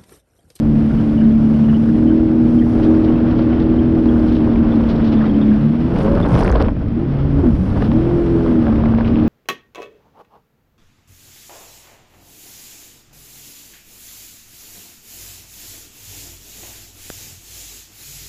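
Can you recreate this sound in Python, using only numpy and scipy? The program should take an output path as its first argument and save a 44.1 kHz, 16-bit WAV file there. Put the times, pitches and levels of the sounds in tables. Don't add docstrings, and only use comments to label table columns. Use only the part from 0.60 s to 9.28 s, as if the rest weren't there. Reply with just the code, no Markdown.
import sys
import numpy as np
from scipy import signal
from scipy.fft import rfft, irfft, next_fast_len
from scipy.io import wavfile
from scipy.ndimage import uniform_filter1d

SR = 44100
rng = np.random.default_rng(int(sys.argv[2]) if len(sys.argv) > 2 else 0)


def generate_wav(sig):
    pcm = np.round(np.clip(np.atleast_2d(sig).T, -1, 1) * 32767).astype(np.int16)
    wavfile.write(sys.argv[1], SR, pcm)


def linear_from_db(decibels):
    return 10 ** (np.asarray(decibels, float) / 20)


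N = 382788

# time in seconds, engine cycles in Hz.
THROTTLE = [(0, 37.01), (1.15, 37), (1.47, 39.74), (2.02, 39.54), (3.35, 40.32), (3.6, 39.36), (4.4, 37.77),
            (4.72, 35.76), (4.99, 35.59), (5.33, 42.58), (6.2, 35.34), (6.34, 37.47), (7.0, 31.6),
            (7.15, 33.29), (7.49, 43.47), (7.95, 40.57), (8.1, 37.33), (8.68, 38.55)]
# take-off in seconds, landing in seconds,
# speed gained in Hz, racing time in seconds, time for the jet to bite again in seconds.
LEAPS = [
    (5.345, 5.77, 19, .115, .3),
    (6.349, 6.801, 13.5, .13, .17),
]
# time in seconds, loudness in dB, brightness in dB per octave.
EXHAUST = [(.19, -11.5, 11.5), (.3, -13.5, 1.5), (.58, -9, 7.5), (1.11, -9, -8.5), (1.6, -12.5, 13),
           (2.0, -10.5, -5.5), (2.29, -14, 19.5), (2.56, -13, 2), (4.92, -10.5, 13), (5.08, -11, -26),
           (5.56, -13, 12), (6.0, -47.5, -18), (6.4, -21.5, 23.5), (6.85, -4.5, 8.5), (6.93, -15, -32),
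           (7.45, -12.5, 18), (8.44, -14, 1), (8.55, -11, 16)]
# order of the cycle, level afloat in dB, change in the air in dB.
STRONG_ORDERS = [(4, -7, -3.5), (6, -12, 7), (8, -5.5, -5), (10, -15.5, -13.5)]
# order of the cycle, level relative to the strong ones in dB.
WEAK_ORDERS = [(2, -18), (5, -18), (7, -13.5), (9, -15.5), (11, -20.5), (12, -24), (14, -23), (15, -30),
               (16, -21), (18, -24)]
# time in seconds, order of the cycle, change in dB, half
# length in seconds.
ORDER_SWELLS = [(5.46, 3, -7, 0.098), (4.8, 8, 6.5, 0.065), (5.43, 10, 4, 0.063), (5.49, 4, 1.5, .04),
                (5.29, 4, -6.5, 0.095), (5.33, 3, -5, 0.049), (6.1, 5, 10, .15), (6.79, 10, 7, .04),
                (3.1, 4, -7, .15), (3.45, 8, 0, 0.16), (7.33, 8, 1.5, .06), (5.62, 10, 7, 0.044),
                (4.4, 6, -2, .12), (5.27, 6, 4.5, 0.039), (4.8, 7, 5, .15), (6.76, 9, 3.5, .08),
                (7.7, 8, 3.5, .06), (6.83, 6, -6, .025), (7.31, 3, 7.5, 0.1), (8.17, 3, -8, .1),
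                (5.9, 6, 4, .15), (6.96, 6, -9, 0.034), (4.9, 6, 3, .1), (2.95, 8, 0.5, 0.13),
                (1.49, 8, 1.5, 0.092), (2.8, 11, 3, 0.79), (2.5, 14, 4, .8), (2.8, 12, 2.5, 1.1),
                (5.59, 4, -6, 0.05), (6.83, 4, -16, 0.068), (6.55, 6, -11, .07), (8.2, 3, 13, 0.19),
                (7.45, 6, -15, 0.086), (6.39, 6, 5.5, 0.037), (7.8, 6, 5.5, 0.21), (7.15, 9, 3.5, .1),
                (7.8, 10, 6, 0.16), (7.76, 8, 6.5, 0.04), (8.14, 8, 8, 0.12), (8.35, 8, -15, 0.093),
                (8.35, 6, 1.5, 0.05), (3.3, 10, 5, 1.4), (3.7, 9, 2.5, 1.5), (.15, 4, 8.5, .15),
                (7.22, 6, -8, .04), (7.36, 6, 9.5, 0.042), (5.27, 8, 5.5, 0.037), (6.68, 3, 5, .1),
                (7.38, 10, -7, .05), (6.75, 6, -1.5, .05)]
# frequency in Hz, width in Hz, level in dB.
PANEL_MODES = [(146.6, 12, -5.5), (170, 15, -1.8), (220, 34.5, 8), (226.6, 7, 4.5), (238.1, 14.2, 7.5),
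               (266, 12, -5.5), (275.7, 21, -7), (295, 5.1, -12.5), (319.9, 21.9, -2), (343.7, 14, -6),
               (405.7, 37, -13), (552, 36, 10)]
# frequency in Hz, level in dB.
HULL_RESPONSE = [(60, 0), (400, 0), (510, -5), (595, 1), (635, -8), (668, 0), (715, -9), (900, -10)]
# start in seconds, peak in dB, pitch in Hz, length in seconds.
SLAMS = [(5.34, -11, 181.7, 0.01), (5.59, -22, 171, 0.038), (5.69, -13, 170, 0.035),
         (5.71, -11.5, 123, 0.022), (5.779, -16, 38, .035), (5.85, -14, 187.8, 0.019),
         (5.9, -11.5, 57.3, 0.025), (6.002, -14, 71.5, 0.021), (6.064, -12.5, 235, 0.0097),
         (6.08, -18, 44.7, 0.018), (6.98, -15, 185, 0.027), (7.063, -17, 97.7, 0.029),
         (7.153, -18, 49.7, .03), (7.2, -18, 129.7, .02), (5.299, -22, 339, 0.01),
         (5.93, -16.5, 473, 0.008), (8.071, -24, 574, 0.0091), (7.84, -22, 497, 0.011)]
# start in seconds, peak in dB, sharp edge in dB relative to it.
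DROPS = [(.53, -22.5, -28), (1.083, -20, -25), (1.702, -29, -27), (2.065, -19, -26), (2.153, -20, -23),
         (2.39, -27, -25), (2.603, -25, -21), (2.198, -15, -24), (2.792, -9.5, -20), (2.928, -15, -19),
         (3.457, -14.5, -13), (3.767, -12, -15), (4.399, -16, -27), (4.447, -24, -21), (4.814, -31, -18.5)]
# start in seconds, peak in dB, sharp edge in dB relative to it.
BREAKING_WAVE = [(5.318, -22, -20), (5.335, -18, -25), (5.356, -23, -15), (5.404, -17, -20),
                 (5.444, -23, -22), (5.539, -25, -18), (5.564, -16, -16), (5.59, -16, -19),
                 (5.601, -12, -13), (5.65, -8.5, -32), (5.719, -14, -28), (5.741, -17, -21),
                 (5.761, -6, -26), (5.806, -6.5, -29), (5.847, -7, -27), (5.878, -10, -18),
                 (5.902, -7, -26), (5.952, -7, -22), (5.956, -9, -22), (6.002, -13, -21), (6.043, -16, -30),
                 (6.083, -8.5, -22), (6.165, -19, -24), (6.233, -35, -17), (6.255, -28, -26)]
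# start in seconds, peak in dB, sharp edge in dB relative to it.
DRIPS = [(7.118, -27, -22), (7.16, -16, -18), (7.174, -22, -32), (7.223, -9.5, -19), (7.261, -21, -23),
         (7.316, -14, -28), (7.454, -26, -19), (7.49, -23, -23), (7.722, -19.5, -17), (7.808, -18, -19),
         (7.861, -12.5, -20), (7.903, -14, -25), (7.954, -20, -23), (8.065, -18, -46), (8.08, -11.5, -22),
         (8.125, -11.5, -30), (8.236, -9.5, -32), (8.255, -14, -28), (8.295, -20, -28), (8.337, -16, -35),
         (8.349, -21, -18.5), (8.384, -12.5, -26), (8.407, -10.5, -28), (8.555, -23, -22),
         (8.571, -25, -25)]
# time in seconds, peak in dB, length in seconds.
SHEETS = [(2.228, -30, 0.011), (2.441, -33, 0.0079), (2.708, -31.5, 0.0055), (2.781, -35, 0.0059),
          (2.821, -33, 0.0038), (2.9975, -31, 0.0046), (3.02, -34, 0.0053), (3.683, -33, .01),
          (3.716, -33, 0.0098), (3.747, -29.5, 0.017), (4.147, -35.5, 0.0097), (4.289, -26, 0.013),
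          (4.356, -33, 0.006), (4.442, -28.5, 0.012), (4.471, -27, 0.013), (4.519, -31.5, 0.013),
          (4.601, -41, .012), (4.628, -41, .012), (4.658, -37, 0.0076), (5.771, -31, .01),
          (5.812, -34, .01), (5.857, -33, 0.0068), (5.975, -42, 0.0062), (7.212, -35, .012),
          (7.245, -34, .01), (5.375, -33, 0.0089), (8.158, -38, 0.0026), (8.169, -44, 0.0053),
          (8.253, -41, 0.006), (8.36, -50, 0.0053), (8.456, -35, 0.0043), (8.473, -32, 0.0066)]
# peak time in seconds, peak in dB, pitch in Hz.
PLINKS = [(7.103, -38, 3320), (7.222, -22, 1740), (7.317, -32, 3400), (8.069, -25.5, 1500),
          (8.069, -33, 2600), (8.112, -35, 1690), (8.158, -31, 2300), (8.182, -39, 2100),
          (8.238, -22, 1200), (8.254, -42, 3900), (8.258, -26, 1900), (8.295, -27, 1090),
          (8.305, -25, 1100), (8.339, -25, 1200), (8.349, -28, 2180), (8.386, -26, 2100), (8.41, -24, 1620),
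          (8.448, -27.5, 2680), (8.459, -37, 2520), (8.479, -30, 3100), (8.558, -26, 2700),
          (8.567, -32.5, 2800), (8.588, -30, 2620), (8.6, -31, 2800), (8.675, -34.5, 2500),
          (5.807, -32, 1500), (5.817, -25, 1300), (5.828, -27, 1500), (5.854, -24, 1730),
          (5.879, -19, 2140), (5.894, -21, 1500), (5.905, -24, 1600), (5.925, -22, 1800),
          (5.958, -26, 3200), (6.016, -25, 2800), (6.024, -27, 3520), (6.048, -31, 2390),
          (6.084, -28, 2288), (6.091, -26, 1500), (6.167, -38, 1710), (2.933, -28, 2200), (3.875, -23, 950),
          (3.96, -29, 2100), (4.208, -23, 950), (4.883, -31.5, 2200), (5.541, -22, 950), (5.645, -28, 2199),
          (5.732, -22, 950), (5.742, -26, 2300), (5.774, -21, 950), (5.828, -15, 900), (5.862, -25, 2100),
          (6.263, -38, 1800), (7.176, -22, 895), (7.318, -28, 2002), (7.882, -33, 2000), (8.093, -23, 850),
          (8.402, -23.5, 950), (8.453, -28, 2300), (8.573, -28, 950)]
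# time in seconds, peak in dB, pitch in Hz.
TICKS = [(5.664, -48.5, 8870), (5.716, -48, 9040), (5.737, -38, 9460), (5.740, -38, 4570),
         (5.762, -32, 5600), (5.789, -54, 8470), (5.811, -31, 5690), (5.828, -43, 8930), (5.835, -27, 4980),
         (5.844, -33.5, 8630), (5.852, -37, 5470), (5.856, -55.5, 9440), (5.871, -36, 5410),
         (5.898, -28, 4850), (5.916, -30, 6240), (5.917, -39, 9100), (5.926, -38, 5800), (5.959, -32, 4310),
         (5.994, -42, 4940), (6.016, -28, 4750), (6.024, -29.5, 5130), (6.0245, -43, 8520),
         (2.799, -37.5, 4490), (3.596, -38, 4500), (3.677, -40.5, 4500), (5.8455, -36, 5010),
         (5.851, -32, 4600), (5.864, -38, 4400), (5.971, -37, 4000), (8.349, -45, 4200), (8.378, -43, 4200),
         (8.389, -39, 4200), (8.41, -38.5, 4300), (8.572, -38, 4310)]
# time in seconds, peak in dB, pitch in Hz.
CHIRPS = [(0.38, -40, 3030), (0.577, -37, 3000), (0.6085, -38.5, 2890), (0.6514, -48, 3060),
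          (0.9457, -43, 2840), (1.04, -37.5, 2990), (1.0859, -37.5, 2890), (1.144, -36, 2990),
          (1.474, -40, 3040), (1.495, -42, 3100), (1.9889, -39, 3160), (2.4859, -37, 2900),
          (2.5553, -40, 2695), (2.9167, -39, 3030), (3.184, -37, 3100), (3.487, -35, 3240),
          (3.9921, -48, 3080), (4.1177, -36.5, 3460), (4.5694, -40, 3500), (4.6646, -45, 3660),
          (4.6952, -35.5, 3310), (4.7394, -39.5, 3120), (4.781, -51, 3324), (4.8155, -34, 3473),
          (4.8847, -40.5, 3180), (5.6246, -31.5, 3498), (5.6371, -43, 3580)]
# time in seconds, peak in dB, pitch in Hz.
CREAKS = [(0.303, -27, 1484), (0.61, -29, 1650), (1.088, -31, 1580), (1.126, -27, 1238), (1.285, -29, 1450),
          (1.505, -28.5, 1453), (2.0142, -30.5, 1830), (3.4873, -30, 1485), (3.56, -29, 1410),
          (4.6088, -24, 1670), (4.64, -23, 1305), (4.625, -23, 1000), (4.655, -28.5, 1800),
          (4.66, -25.5, 902), (4.9117, -27, 1574)]
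# time in seconds, level in dB.
WIND = [(0, -24.5), (1.33, -26.5), (2.1, -24), (2.25, -22), (3.17, -24.5), (3.99, -20.5), (5.12, -28),
        (5.46, -19), (6.04, -18), (6.14, -22.5), (6.43, -25), (6.86, -19), (7.11, -20.5), (7.3, -21.5),
        (7.74, -23), (7.83, -21.5), (8.6, -21.5), (8.68, -26.5)]
# time in seconds, level in dB.
WASH = [(0, -49.5), (.2, -45.5), (2.12, -47), (2.2, -43.5), (3.07, -43.5), (3.26, -46), (4.47, -41.5),
        (5.25, -45), (5.41, -40), (5.5, -41), (6.03, -38), (6.1, -51.5), (6.6, -45.5), (7.05, -47.5),
        (7.19, -42.5), (7.32, -44.5), (7.8, -44.5), (8.68, -43.5)]
# time in seconds, peak in dB, half length in seconds.
PLUMES = [(0.394, -67, 0.36), (1.156, -66.5, 0.35), (2.099, -66, 0.31), (3.62, -69, 0.23),
          (4.252, -71, .15), (4.9, -72.5, .2), (5.411, -61, 0.035), (5.552, -68, 0.28), (5.793, -57, 0.077),
          (7.084, -66, 0.24), (7.755, -68, 0.31)]
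# frequency in Hz, density in dB per Hz.
BUFFET_SPECTRUM = [(15, -8), (30, 3.5), (70, 6.5), (110, -0.5), (200, -16.5), (400, -63.5), (800, -110)]
# frequency in Hz, density in dB per Hz.
GURGLE_SPECTRUM = [(30, -51.5), (60, -29), (110, 2), (200, 4), (300, 4), (370, -9), (450, -18.5),
                   (700, -57.5), (1400, -110)]
# frequency in Hz, density in dB per Hz.
ROAR_SPECTRUM = [(100, -65), (200, -18), (400, 3.5), (600, -1), (750, -6), (1100, -10), (1500, -13.5),
                 (2000, -28), (3000, -53.5), (6000, -110)]
# frequency in Hz, density in dB per Hz.
HISS_SPECTRUM = [(500, -59.5), (1000, -16.5), (1600, 3), (2250, 0.5), (3300, -3), (3800, -8.5),
                 (5300, -15.5), (6000, -24.5), (6700, -38.5), (9000, -93.5)]
# frequency in Hz, density in dB per Hz.
FIZZ_SPECTRUM = [(2500, -40), (4000, 4), (5400, 7), (6200, 1), (7200, -5), (8300, -4), (9800, 0),
                 (10400, -2), (11000, -10), (12000, -11), (12800, -23), (13200, -31), (14400, -40)]
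# frequency in Hz, level in dB.
HOUSING = [(100, 1), (4000, -1), (5600, 0.5), (7000, -4.5), (9800, -8), (11000, -23), (13000, -44),
           (15000, -56)]


def evened(x):
    return x / np.sqrt(np.mean(x ** 2) + 1e-20)


def read(points, hz):
    f, value = np.transpose(points)
    return np.interp(np.log(hz + 1), np.log(f + 1), value)


def columns(rows):
    s, *values = np.transpose(rows)
    return [np.interp(np.arange(N) / SR, s, v) for v in values]


def drift(hz):
    steps = rng.standard_normal(N // 64 + 2)
    b, a = signal.butter(2, min(128 * hz / SR, .9))
    smooth = signal.lfilter(b, a, steps)
    return np.interp(np.arange(N) / 64, np.arange(len(steps)), evened(smooth))


def add(mix, s, sound):
    part = mix[round(s * SR):][:len(sound)]
    part += sound[:len(part)]


def engine():
    gained, lift = racing()
    speed = columns(THROTTLE)[0] + gained
    loud_db, bright_db = columns(EXHAUST)
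    turn = 2 * np.pi * np.cumsum(speed * (1 + .002 * drift(hz=10))) / SR

    strong = []
    for order, db, air_db in STRONG_ORDERS:
        tilt_db = bright_db * max(np.log2(order / 6), -.3)
        strong.append((order, loud_db + db + air_db * lift + tilt_db + panels(order * speed)))
    load_db = 10 * np.log10(sum(linear_from_db(2 * db) for _, db in strong))
    load_db += 0.61 * (strong[2][1] - load_db)
    weak = [(order, load_db + db + read(HULL_RESPONSE, order * speed)) for order, db in WEAK_ORDERS]

    firing_db = np.minimum(-32.5 + 1 * (speed - 37), -21.5)
    pull_hz_s = uniform_filter1d(np.gradient(speed) * SR, size=2000)
    firing_db += 0.16 * np.clip(pull_hz_s, -80, 15)
    cylinders = 3

    out, t = np.zeros(N), np.arange(N) / SR
    for order, db in [(cylinders, firing_db)] + strong + weak:
        phase = round(order) * turn + .03 * order * drift(hz=16) + 2 * np.pi * rng.random()
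        freed_db = sum(change_db * np.exp(-((t - s) / half_s) ** 2)
                       for s, k, change_db, half_s in ORDER_SWELLS if round(k) == order)
        waver_db = 1.2 * drift(hz=12) + 0.87 * drift(hz=3.5)
        out += np.sqrt(2) * linear_from_db(db + freed_db + waver_db) * np.sin(phase)
    return out, turn


def racing():
    t, gained, out = np.arange(N) / SR, np.zeros(N), np.zeros(N)
    for off, land, hz, race_s, bite_s in LEAPS:
        rise = 1 - np.exp(-np.clip(t - off, 0, land - off) / race_s)
        lift = rise * np.clip(1 - (t - land) / bite_s, 0, 1)
        gained = gained + hz * lift
        sinking = np.exp(-abs(t - land) / 0.099)
        out = out + lift * (t < land) + lift * sinking * (t >= land)
    return gained, out


def panels(hz):
    stiff = linear_from_db(2 * -28.5)
    modes = sum(linear_from_db(2 * db) / (1 + (2 * (hz - f) / width) ** 2) ** 2 for f, width, db in PANEL_MODES)
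    return 10 * np.log10(stiff + modes)


def slams():
    out, t = np.zeros(N), np.arange(9000) / SR
    for s, db, hz, length_s in SLAMS:
        envelope = np.e * t / length_s * np.exp(-t / length_s)
        add(out, s, linear_from_db(db) * envelope * np.sin(2 * np.pi * hz * t))
    return out


def splashes():
    out = np.zeros(N)
    for s, db, edge_db in DROPS + BREAKING_WAVE + DRIPS:
        add(out, s, linear_from_db(db - 9.5) * burst(hz=1082, width_hz=1000, length_s=0.0014))
        add(out, s, linear_from_db(db - 5.5) * burst(hz=563, width_hz=640, length_s=0.002))
        add(out, s, linear_from_db(db + edge_db - 3.0) * burst(hz=3000, width_hz=2100, length_s=0.00078))
    for s, db, length_s in SHEETS:
        brush = burst(hz=3290, width_hz=2750, length_s=np.clip(length_s, .002, .012))
        add(out, s - .003, linear_from_db(db - 2.5) * brush)
    return out


def burst(hz, width_hz, length_s):
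    t = np.arange(2500) / SR
    pole = np.exp(-1.5 * np.pi * width_hz / SR)
    raw = rng.standard_normal((2, len(t) + 300))
    wobble = signal.lfilter([1], np.poly([pole] * 4), raw)[:, 300:]
    band = wobble[0] * np.cos(2 * np.pi * hz * t) + wobble[1] * np.sin(2 * np.pi * hz * t)
    puff = band * t * (1 - np.exp(-t / .0003)) * np.exp(-t / length_s)
    return puff / abs(puff).max()


def plinks():
    out = np.zeros(N)
    for s, db, hz in PLINKS:
        ring(out, s, db + 3, hz, cycles=.5)
    return out


def ticks():
    out = np.zeros(N)
    for s, db, hz in TICKS:
        ring(out, s + .0005, db, hz, cycles=.8)
    return out


def ring(mix, s, db, hz, cycles):
    t = np.arange(600) / SR
    u = t * hz / cycles
    envelope = (np.e * u / 3) ** 3 * np.exp(-u)
    tone = np.sin(2 * np.pi * (hz * t + rng.random()))
    add(mix, s - 3 * cycles / hz, linear_from_db(db) * envelope * tone)


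def strap():
    out = np.zeros(N)
    for s, db, hz in CHIRPS:
        add(out, s - .003, linear_from_db(db) * burst(hz=hz, width_hz=240, length_s=.007))
    for s, db, hz in CREAKS:
        add(out, s - .003, linear_from_db(db - 1.5) * burst(hz=hz, width_hz=420, length_s=.007))
    return out


def air_and_water(turn):
    (buffet_db,), (hiss_db,), t = columns(WIND), columns(WASH), np.arange(N) / SR
    gurgle_db = -21 + 0.086 * (buffet_db + 21) + 0.3 * (hiss_db + 44.5)
    roar_db = -30 + 0.51 * (buffet_db + 21.5) + 1.0 * (hiss_db + 46)
    plumes = sum(linear_from_db(2 * db) * np.exp(-((t - s) / half_s) ** 2) for s, db, half_s in PLUMES)
    mist_db = -75 + .5 * (hiss_db + 45.5)
    fizz_db = 10 * np.log10(plumes + linear_from_db(2 * mist_db))

    gust, flick, patter = drift(hz=9.9), drift(hz=68.5), drift(hz=170)
    lumps_db = 0.5 * np.maximum(hiss_db + 43.5, 0) * drift(hz=25)
    patter_db = 1.1 * np.maximum(hiss_db + 43, 0) * (patter - .5)
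    roar_db = roar_db + 1.1 * gust + 0.95 * flick + lumps_db
    eased_db = hiss_db - 0.36 * np.maximum(hiss_db + 41.5, 0)
    eased_db += 0.4 * gust + 0.32 * flick + 1.3 * lumps_db + 0.99 * drift(hz=40)
    fizz_db = fizz_db + 7.0 + 0.4 * gust + .6 * flick + .8 * patter + patter_db

    firing_puffs = 1 + 0.24 * np.cos(3 * turn)
    buffet = noise(BUFFET_SPECTRUM, size=4096, patchy_db=-0.5) * linear_from_db(buffet_db)
    gurgle = noise(GURGLE_SPECTRUM, size=2048, patchy_db=1.0) * firing_puffs * linear_from_db(gurgle_db + 0.3 * gust)
    roar = noise(ROAR_SPECTRUM, size=1024, patchy_db=0.33) * linear_from_db(roar_db)
    hiss = noise(HISS_SPECTRUM, size=512, patchy_db=0.0) * linear_from_db(eased_db + patter_db)
    fizz = noise(FIZZ_SPECTRUM, size=512, patchy_db=-0.6) * linear_from_db(fizz_db)
    return buffet + gurgle + roar + hiss, fizz


def noise(spectrum, size, patchy_db):
    a, b, patches = rng.standard_normal((4 * N // size + 5, size // 2 + 1, 3)).T
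    patches = uniform_filter1d(patches, size=8, axis=0)
    patches = evened(uniform_filter1d(patches, size=8, axis=1))
    colour_db = read(spectrum, np.fft.rfftfreq(size, 1 / SR))[:, None]
    z = (a + 1j * b) * linear_from_db(colour_db + patchy_db * patches)
    return evened(signal.istft(z, nperseg=size, noverlap=3 * size // 4)[1][:N])


def through_housing(x):
    size = next_fast_len(N)
    gain = linear_from_db(read(HOUSING, np.fft.rfftfreq(size, 1 / SR)))
    return irfft(rfft(x, size) * gain, size)[:N]


def scene():
    hum, turn = engine()
    air, fizz = air_and_water(turn)
    enclosed = hum + air + splashes() + strap() + slams() + plinks()
    return (through_housing(enclosed) + fizz + ticks())[None]


def roll_off(x):
    return signal.sosfilt(signal.butter(12, 14400, fs=SR, output="sos"), x)


def record(dry):
    fade = np.minimum(.5 + np.arange(N)[::-1] / 400, 1)
    limited = 1.2 * np.tanh(dry / 1.2) * fade
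    return roll_off(limited)


dry = scene()
out = record(dry)
generate_wav(out)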